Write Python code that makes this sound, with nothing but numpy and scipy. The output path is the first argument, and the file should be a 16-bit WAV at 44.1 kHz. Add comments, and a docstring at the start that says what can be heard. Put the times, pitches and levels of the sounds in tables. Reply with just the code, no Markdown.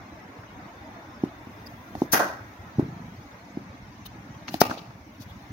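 """A bat cracks against a hard ball in the next lane, then in the near one, at outdoor cricket nets.
Each crack is a set of ringing blade tones under a noise snap; fences and stands return echoes of it.
Dull thuds of bat, feet and ball are short low tones; shoes, kit and treble spits are short noise
bursts, and netting shudders in soft beats. Behind lie faint knocks from far lanes and a city bed
of shaped noise with a thin whine. A phone microphone colours it and ducks after peaks."""
import sys
import numpy as np
from scipy import signal
from scipy.fft import rfft, irfft, next_fast_len
from scipy.io import wavfile
from scipy.ndimage import uniform_filter1d

SR = 44100
rng = np.random.default_rng(int(sys.argv[2]) if len(sys.argv) > 2 else 0)


def transcribe(signal):
    """Save signal, clipped to [-1, 1], as a 16-bit WAV file at the path in sys.argv[1]."""
    frames = np.atleast_2d(signal).T
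    limited = np.clip(frames, -1, 1)
    pcm = np.round(limited * 32767).astype(np.int16)
    wavfile.write(sys.argv[1], SR, pcm)


N = 243431  # length in samples
T = np.arange(N) / SR  # time in seconds

# Bat on ball. Each row: start in seconds, level in dB, pitch of the blade tones as a ratio,
# time for the push to peak in ms, snap level in dB against the blade, left minus right in dB,
# lag of the left microphone port in ms.
CRACKS = [(2.134, -8.5, 1.18, 0.026, -5.5, -5.5, 0.28), (4.6160, 0, 1.077, 0.01, -6.5, 4, 0.025)]
# Tones of a willow blade. Each row: pitch in Hz, level in dB, time to fade by 60 dB in seconds.
BLADE_TONES = [(262.5, -14.5, .021), (686, -10.5, 0.017), (800, -4.5, 0.013), (1303, -8.5, .011),
               (1760, -17, .010), (2620, -30, .010), (3980, -9.5, 0.0087), (4640, -11.5, .009),
               (5220, -17, 0.0051)]
# Colour of splintery, gritty noise. Each row: frequency in Hz, level in dB.
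SPLINTER_COLOUR = [(500, 8), (1000, 1), (2000, -9), (3200, -15), (4300, -8.5), (6500, -14), (8000, -16),
                   (10500, -9.5), (15500, -43)]
# Colour of the far echo, one list for each crack. Each row: frequency in Hz, level in dB.
FAR_COLOURS = [
    [(59, -53), (100, -19), (210, 0), (288, -5), (327, 0.5), (413, -3), (605, 5), (849, 3), (1010, -2),
     (1570, 2.5), (2450, -35.5), (5600, -21.5), (8190, -21), (14200, -46), (15800, -38)],
    [(59, -32), (100, 5), (156, 5), (205, 3), (295, -8), (342, -2), (511, -12), (673, 4), (1240, -16),
     (1750, -38), (2610, -16), (3030, -25), (4160, -14), (8370, -24), (15800, -41)],
]


def undb(db):
    """Turns decibels into a gain."""
    return 10 ** (np.asarray(db) / 20)


def pan(db):
    """Left and right gains for a level difference, left minus right."""
    return undb(np.array([[db], [-db]]) / 2)


def shape(points, hz):
    """Gain read from a table of Hz and dB, with straight lines on a log-frequency axis."""
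    table_hz, table_db = np.transpose(points)
    return undb(np.interp(np.log(hz), np.log(table_hz), table_db))


def fade(t, t60):
    """A natural die-away that falls by 60 dB in t60 seconds."""
    return np.exp(-np.log(1000) * t / t60)


def add(out, s, sound):
    """Mixes a sound in, starting at s seconds."""
    i = int(round(s * SR))
    out[:, i:i + sound.shape[-1]] += sound[..., :N - i]


def wander(x, step):
    """A smooth random wander along x, with a new value every step."""
    knots = np.arange(0, x[-1] + step, step)
    return np.interp(x, knots, rng.standard_normal(len(knots)))


def resonance(centre, width):
    """Gain of a resonance with steep skirts, as a function of frequency; both settings in Hz."""
    return lambda hz: (1 + ((hz - centre ** 2 / hz) / (2 * width)) ** 2) ** -1.5


def noise(gain_at, size, ripple_db=0):
    """Coloured stereo noise: bass nearly alike in both ports, treble stronger on the left."""
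    # Each row: frequency in Hz, side (difference) minus mid (shared) level in dB.
    width_table = [(60, -19.5), (200, -19.5), (380, -11), (700, -6), (1300, 2), (2400, -0.5), (15000, 0.5)]
    # Each row: frequency in Hz, left minus right in dB.
    lean_table = [(100, -.5), (2000, 0.5), (5000, 2.5), (8000, 5.5), (15000, 3.5)]
    m = next_fast_len(size + 512)
    hz = np.maximum(np.fft.rfftfreq(m, 1 / SR), 1)
    mid, side = np.exp(2j * np.pi * rng.random((2, len(hz))))  # random phases
    side = side * shape(width_table, hz)
    lean = np.sqrt(shape(lean_table, hz))
    # crossing paths ripple the spectrum, fully so only above 2 kHz
    ripple = undb(ripple_db * wander(hz, 70) * np.minimum(hz / 2000, 1))
    spectrum = np.array([(mid + side) * lean, (mid - side) / lean]) * gain_at(hz) * ripple
    y = irfft(spectrum, m)[:, :size]
    return y / np.sqrt(np.mean(y ** 2))


def wash(points, size, ripple_db=0):
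    """Stereo noise with the colour of a table of Hz and dB."""
    return noise(lambda hz: shape(points, hz), size, ripple_db)


def patchy(x, depth_db, size):
    """Lets each narrow band swell and sink on its own, in patches about size samples long."""
    z = signal.stft(x, nperseg=size)[2]
    field = rng.standard_normal(z.shape[1:])
    field = uniform_filter1d(field, 2, axis=0)
    field = uniform_filter1d(field, 2, axis=1)
    y = signal.istft(z * undb(depth_db * field / field.std()), nperseg=size)[1][:, :N]
    return y / y.std()


def city_band(lo_hz, hi_hz):
    """One steep-sided slice of the city's noise."""
    # Each row: frequency in Hz, level in dB.
    city_colour = [(120, -33.5), (200, 8), (283, -2), (423, -12), (547, -10), (896, -9.5), (1290, -15.5),
                   (2150, -17), (3050, -31), (3590, -31.5), (4730, -36.5), (5180, -34.5), (7890, -35.5),
                   (14700, -33.5), (15800, -34.5)]

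    def gain_at(hz):
        edges = (1 + (lo_hz / hz) ** 8) * (1 + (hz / hi_hz) ** 8)
        return shape(city_colour, hz) / np.sqrt(edges)
    return noise(gain_at, N)


def city(swell_db=0.86, swell_step_s=.12):
    """A fluttering rumble, a restless receding wash of far traffic, hiss, air and a passing whine."""
    # Each row: frequency in Hz, level in dB.
    rumble_colour = [(15, -58), (25, -27), (35, -23), (47, 3), (103, 6), (129, 3), (150, -6), (188, -1.5),
                     (302, -9.5), (420, -32), (550, -30.5), (920, -120)]
    # Level of the airy top. Each row: time in seconds, level in dB.
    air_levels = [(0, -68), (1.3, -66.5), (1.7, -60.5), (2.5, -62.5), (2.8, -66), (3.2, -65), (3.7, -70),
                  (5.0, -64.5), (5.52, -64)]
    # each drift below is a start level in dB plus a steady change in dB per second
    rumble = patchy(wash(rumble_colour, N), depth_db=6.0, size=1024) * undb(-44 + 0.5 * T)
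    traffic_db = -47 - 0.64 * T + swell_db * wander(T, swell_step_s)
    traffic = patchy(city_band(368, 2800), depth_db=3.5, size=2048) * undb(traffic_db)
    hiss = patchy(city_band(2890, 7100), depth_db=5, size=1024) * undb(-58 + 0.17 * T)
    air_db = np.interp(T, *np.transpose(air_levels))
    air = patchy(city_band(7200, 22700), depth_db=2.5, size=1024) * undb(air_db)
    # a faint far whine fades in, holds and fades out
    whine_envelope = np.interp(T, [.4, .85, 2.2, 3.2], [0, 1, 1, 0])
    whine = noise(resonance(centre=3590, width=50), N) * whine_envelope
    return rumble + traffic + hiss + air + undb(-67.5) * whine


def far_knocks(count=22, level_db=-47, spread_db=4.0, centre_hz=620, octaves=0.57, width_share=0.45,
               t60=0.05):
    """Faint knocks from distant lanes, at random moments and blurred by the way."""
    out, t = np.zeros((2, N)), T[:SR // 8]
    for _ in range(count):
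        s = rng.random() * T[-1]
        size, pitch = np.clip(rng.standard_normal(2), -2, 2)
        hz = centre_hz * 2 ** (octaves * pitch)
        blurred = fade(t, t60) * (1 - fade(t, 0.011))
        knock = noise(resonance(hz, width_share * hz), len(t)) * blurred
        add(out, s, undb(level_db + spread_db * size) * knock)
    return out


def ring(modes, t, contact_ms):
    """Fading tones pushed by a smooth contact; a longer contact sounds duller."""
    y = sum(undb(db) * np.sin(2 * np.pi * hz * t) * fade(t, t60) for hz, db, t60 in modes)
    age = t[t < .02] * 1000 / contact_ms
    push = age * np.exp(-age)
    return -signal.fftconvolve(y, push / push.sum())[:len(t)]


def ports(x, lag_ms):
    """A direct sound reaches the right microphone port first, the left one lag_ms later."""
    i = np.arange(len(x))
    left = np.interp(i - lag_ms * SR / 1000, i, x, left=0)
    return np.array([left, x])


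def turf(hz, t60, contact_ms, tick_db, tail_db, tail_t60,
         knock_ratio=2.51, knock_db=-4, knock_t60=0.0094, lag_ms=0.18):
    """A dull blow gives a brief low tone and a higher knock, with a tick of grit and a low tail."""
    # Colour of the tail. Each row: frequency in Hz, level in dB.
    tail_colour = [(50, -31), (120, -9.5), (330, 1.5), (500, -13), (850, -20), (1500, -26), (5000, -50)]
    t = T[:SR // 2]
    body = ring([(hz, 0, t60), (hz * knock_ratio, knock_db, knock_t60)], t, contact_ms)
    # a small patch of ground radiates little bass, and grass swallows the top
    band = signal.butter(2, [0.46 * hz, 3.3 * hz], "band", fs=SR, output="sos")
    body = signal.sosfilt(band, body)
    tick = undb(tick_db) * wash(SPLINTER_COLOUR, len(t)) * fade(t, 0.085)
    low_tail = undb(tail_db) * wash(tail_colour, len(t)) * fade(t, tail_t60) * (1 - fade(t, 0.058))
    return ports(body, lag_ms) / np.abs(body).max() + tick + low_tail


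def thuds(softness_db_per_ms=7):
    """Dull thuds of bat, feet and ball: a deeper one rings and lingers longer, a softer one has less grit."""
    # Each row: start in seconds, level in dB, body pitch in Hz, time for the push to peak in ms.
    blows = [(1.2363, -10, 314, 0.54), (1.470, -33.5, 288, 0.4), (2.0191, -9.5, 325, .14),
             (2.7842, -10, 176, 1.04), (2.7945, -7.5, 335, 0.51), (2.8239, -18.5, 156, 1),
             (3.572, -19, 306, 0.56), (4.493, -29.5, 250, 0.56)]
    cycles = 4.16  # the body falls by 60 dB in this many cycles
    out = np.zeros((2, N))
    for s, db, hz, contact_ms in blows:
        tail_t60 = 0.16 * (293 / hz) ** 1.03  # 0.16 s for a 293 Hz body
        tick_db = -30.5 - softness_db_per_ms * contact_ms
        thud = turf(hz, cycles / hz, contact_ms, tick_db, tail_db=-18.5, tail_t60=tail_t60)
        add(out, s, undb(db) * thud)
    return out


def burst(centre, width, length, grain_db=1.0, tail_db=-20, tail_t60=.13):
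    """A short grainy burst that swells and sinks in one resonance, with a faint tail."""
    t = T[:SR // 3]
    grain = undb(grain_db * wander(t, .0015))
    age = np.minimum(t / length, 1)
    swell = np.sin(np.pi * age) ** 2 * grain
    after = undb(tail_db) * age ** 2 * fade(t, tail_t60)
    return noise(resonance(centre, width), len(t), ripple_db=4.5) * (swell + after)


def scuffs():
    """Shoes and kit rub with a mid rasp and a treble swish; spikes click on the hard pitch."""
    # Each row: start in seconds, level in dB, rasp centre in Hz, rasp width in Hz, length in seconds,
    # swish level in dB against the rasp, left minus right in dB.
    rubs = [(1.657, -45, 5030, 450, 0.025, -3, -4), (1.935, -54, 5000, 2300, 0.16, 1.5, -1),
            (4.048, -42, 3640, 800, 0.03, 1.5, 2), (4.468, -41, 4640, 1600, 0.042, -14, 2),
            (4.476, -47.5, 2830, 3000, 0.14, 0.5, 3), (4.53, -49.5, 4000, 1600, 0.022, 9, 8),
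            (4.766, -41, 3600, 1100, 0.039, -20, 7.5), (5.189, -49, 4200, 2400, 0.064, 1, 5),
            (5.268, -54.5, 3380, 700, 0.069, -6, 2)]
    # Clicks as the front foot lands. Each row: start in seconds, level in dB.
    spike_clicks = [(4.480, -28), (4.4855, -29)]
    out = np.zeros((2, N))
    for s, db, centre, width, length, treble_db, pan_db in rubs:
        rasp = burst(centre, width, length)
        swish = undb(treble_db) * burst(centre=13100, width=17000, length=length)
        add(out, s, undb(db) * pan(pan_db) * (rasp + swish))
    for s, db in spike_clicks:
        add(out, s, undb(db) * burst(centre=1500, width=1700, length=0.006))
    return out


def bounces(knock_hz=760, ground_hz=275, ground_db=-3, ground_delay_s=.0022):
    """Just before each stroke the hard ball clicks and knocks on the pitch, then the ground gives."""
    # Each row: start in seconds, level in dB, click level and tail level in dB against the knock.
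    pitchings = [(1.952, -22.5, -24, -9), (4.5417, -17, -7, -23)]
    out = np.zeros((2, N))
    for s, db, click_db, tail_db in pitchings:
        knock = turf(knock_hz, t60=0.0097, contact_ms=0.096, tick_db=-21.5, tail_db=tail_db,
                     tail_t60=0.065)
        add(out, s, undb(db) * knock)
        add(out, s, undb(db + click_db) * burst(centre=3000, width=2300, length=0.0019))
        ground = turf(ground_hz, t60=0.011, contact_ms=0.13, tick_db=-23.5, tail_db=-20, tail_t60=.083)
        add(out, s + ground_delay_s, undb(db + ground_db) * ground)
    return out


def spits(low_width_hz=1900, high_width_hz=6500, high_pan_db=10,
          rasp_hz=1700, rasp_width_hz=2000, rasp_db=-7):
    """A bright spit swells and sinks around each crack, in two treble bands over a fainter rasp."""
    # Each row: start in seconds, length in seconds, low band centre in Hz, its level in dB,
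    # its left minus right in dB, high band centre in Hz, its level in dB.
    spit_table = [(2.115, .034, 6000, -23.5, -5, 12040, -18.5), (4.600, 0.024, 5170, -26, 13, 14400, -21.5)]
    out = np.zeros((2, N))
    for s, length, low_hz, low_db, pan_db, high_hz, high_db in spit_table:
        low = pan(pan_db) * burst(low_hz, low_width_hz, length)
        rasp = undb(rasp_db) * burst(rasp_hz, rasp_width_hz, length)
        high = pan(high_pan_db) * burst(high_hz, high_width_hz, length)
        add(out, s, undb(low_db) * (low + rasp) + undb(high_db) * high)
    return out


def radiate(x, lo_hz):
    """A small body radiates little bass."""
    return signal.sosfilt(signal.butter(2, lo_hz, "high", fs=SR, output="sos"), x)


def cracks(splinter_t60=0.025, bass_hz=170):
    """The hard ball rings the blade for a few milliseconds under a splintery snap."""
    out, t = np.zeros((2, N)), T[:SR // 8]
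    for s, db, ratio, contact_ms, splinter_db, pan_db, lag_ms in CRACKS:
        tones = [(hz * ratio, tone_db, t60) for hz, tone_db, t60 in BLADE_TONES]
        blade = radiate(ring(tones, t, contact_ms), bass_hz)
        snap = wash(SPLINTER_COLOUR, len(t), ripple_db=3.5) * fade(t, splinter_t60)
        add(out, s, undb(db) * (pan(pan_db) * ports(blade, lag_ms) + undb(splinter_db) * snap))
    return out


def tail(colour, t, t60, treble_share=0.71, split_hz=7000, ripple_db=3):
    """A diffuse echo whose treble dies sooner."""
    y = wash(colour, len(t), ripple_db)
    low = signal.sosfiltfilt(signal.butter(3, split_hz, fs=SR, output="sos"), y)
    return low * fade(t, t60) + (y - low) * fade(t, t60 * treble_share)


def scatter(lumps_db=2.5, near_rise_s=0.016, far_rise_s=0.045):
    """Fences scatter a crack at once and the steel net frame sings; the stands answer later, in lumps."""
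    # Colour of the near scatter, one list for each crack. Each row: frequency in Hz, level in dB.
    near_colours = [
        [(59, -62), (100, -16), (364, -15.5), (441, -13.5), (479, -14.5), (732, -10), (814, -11.5), (1120, -15),
         (1780, -14), (3740, -28), (5140, -26), (5720, -22), (7530, -27.5), (10300, -21), (15800, -26)],
        [(59, -49), (100, -20), (150, -26), (219, 0.5), (334, -5), (868, -4.5), (1050, -15), (1170, -2),
         (1640, -25), (2670, -10.5), (3230, -22), (4070, -18), (6220, -25), (8190, -24.5), (15800, -23.5)],
    ]
    # One row for each crack: near level in dB, its 60 dB fade in seconds, far level in dB,
    # its delay in seconds, its 60 dB fade in seconds, frame level in dB.
    scatter_table = [(-16, 0.43, -20, .058, 0.46, -39.5), (-25, 0.63, -33, 0.074, 0.56, -55.5)]
    # Tones of the frame. Each row: pitch in Hz, level in dB, time to fade by 60 dB in seconds.
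    frame_tones = [(763, 7, 0.482), (1340, 4, 0.39), (1290, 6, 0.83), (1460, 4, 0.64), (1650, -15, 0.46),
                   (1700, -5, 0.555), (1900, 11, 0.56), (2080, -12, .55), (2620, -18.5, .5)]
    out, t = np.zeros((2, N)), T[:SR]
    for (s, *_), near_colour, far_colour, row in zip(CRACKS, near_colours, FAR_COLOURS, scatter_table):
        near_db, near_t60, far_db, delay, far_t60, frame_db = row
        lumps = undb(lumps_db * wander(t, .004))
        near = tail(near_colour, t, near_t60) * lumps * (1 - fade(t, near_rise_s))
        add(out, s, undb(near_db) * near)
        far = tail(far_colour, t, far_t60) * lumps * (1 - fade(t, far_rise_s))
        add(out, s + delay, undb(far_db) * far)
        # each frame tone is a very narrow band of noise
        frame = sum(undb(db) * noise(resonance(hz, 26.4), len(t)) * fade(t, t60)
                    for hz, db, t60 in frame_tones)
        add(out, s, undb(frame_db) * frame * (1 - fade(t, 0.043)))
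    return out


def slap(ratio, contact_ms=0.11, smear_db=-14, smear_t60=0.08, bass_hz=260, lag_ms=0.19):
    """A flat wall throws the crack back whole, with its own tint and less bass."""
    t = T[:SR // 10]
    tint = rng.standard_normal((len(BLADE_TONES), 2))
    # the tint shifts each tone a little in pitch and level
    tones = [(hz * ratio * (1 + 0.11 * pitch), db + 1.7 * level, t60)
             for (hz, db, t60), (pitch, level) in zip(BLADE_TONES, tint)]
    whole = ports(radiate(ring(tones, t, contact_ms), bass_hz), lag_ms)
    smear = wash(FAR_COLOURS[0], len(t)) * fade(t, smear_t60)
    return whole + undb(smear_db) * smear


def slaps(fence_pan_db=8):
    """Each crack comes back from the fence on the left, then from one face of the stands after another."""
    # Each row: fence slap start in seconds, its level in dB, first stand slap start in seconds,
    # stands level in dB, stands left minus right in dB, pitch of the blade tones as a ratio.
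    returns = [(2.156, -14, 2.195, -11, -6, 1.18), (4.628, -30, 4.697, -10, -0.5, 1.0)]
    # Faces of the stands: extra delay behind the nearest in seconds.
    face_delays = [0, .0135, .077, .162, .21]
    # Faces of the stands: level in dB, added to the stands level.
    face_levels = [-2, 3, -14.5, -22, -21]
    out = np.zeros((2, N))
    for fence_s, fence_db, stand_s, stand_db, pan_db, ratio in returns:
        add(out, fence_s, undb(fence_db) * pan(fence_pan_db) * slap(ratio))
        for delay_s, db in zip(face_delays, face_levels):
            add(out, stand_s + delay_s, undb(stand_db + db) * pan(pan_db) * slap(ratio))
    return out


def shudder(count=8, pitch_spread=0.17):
    """After the loudest thud the netting swings out in even, soft beats, each set weaker than the last."""
    start_s, period_s, centre_hz = 2.846, .039, 174
    first_db, fall_db_per_s = -26, 35
    out = np.zeros((2, N))
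    for k, chance in enumerate(rng.standard_normal(count)):
        age = k * period_s
        hz = centre_hz * np.exp(pitch_spread * chance)
        beat = turf(hz, t60=0.051, contact_ms=0.91, tick_db=-39.5, tail_db=-19, tail_t60=0.11)
        add(out, start_s + age, undb(first_db - fall_db_per_s * age) * beat)
    return out


def scene():
    """Everything that reaches the microphone."""
    near = thuds() + shudder() + bounces() + scuffs()
    strokes = cracks() + spits() + scatter() + slaps()
    return near + strokes + far_knocks() + city()


def duck(x, threshold_db=-7, slope=0.75, release_db_per_s=7):
    """Gain control: a peak over the threshold turns the gain down just afterwards, and it creeps back."""
    level_db = 20 * np.log10(np.abs(x).max(axis=0) + 1e-9)
    over = np.maximum(level_db - threshold_db, 0) * slope
    # hold each peak and let it sink at the release rate
    held = np.maximum.accumulate(over + release_db_per_s * T) - release_db_per_s * T
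    pole = np.exp(-1 / (0.054 * SR))  # smooths the gain over 54 ms
    return x * undb(-signal.lfilter([1 - pole], [1, -pole], held))


def record(dry):
    """The phone colours the sound, rounds the loudest peaks, ducks after them and cuts the top."""
    # Microphone colour. Each row: frequency in Hz, level in dB.
    mic_colour = [(20, -22.5), (60, -8.5), (150, -2), (300, 3.5), (400, 1), (500, -0.5), (700, 1),
                  (3000, -1), (6500, 0), (7400, -12.5), (8600, -11), (10000, -7), (15000, 0.5)]
    top_hz = 15750
    m = next_fast_len(N)
    hz = np.maximum(np.fft.rfftfreq(m, 1 / SR), 1)
    coloured = irfft(rfft(dry, m) * shape(mic_colour, hz), m)[:, :N]
    rounded = coloured / (1 + coloured ** 4) ** .25
    top_cut = signal.ellip(10, .2, 80, top_hz, fs=SR, output="sos")
    return signal.sosfilt(top_cut, duck(rounded))


dry = scene()
out = record(dry)
transcribe(out)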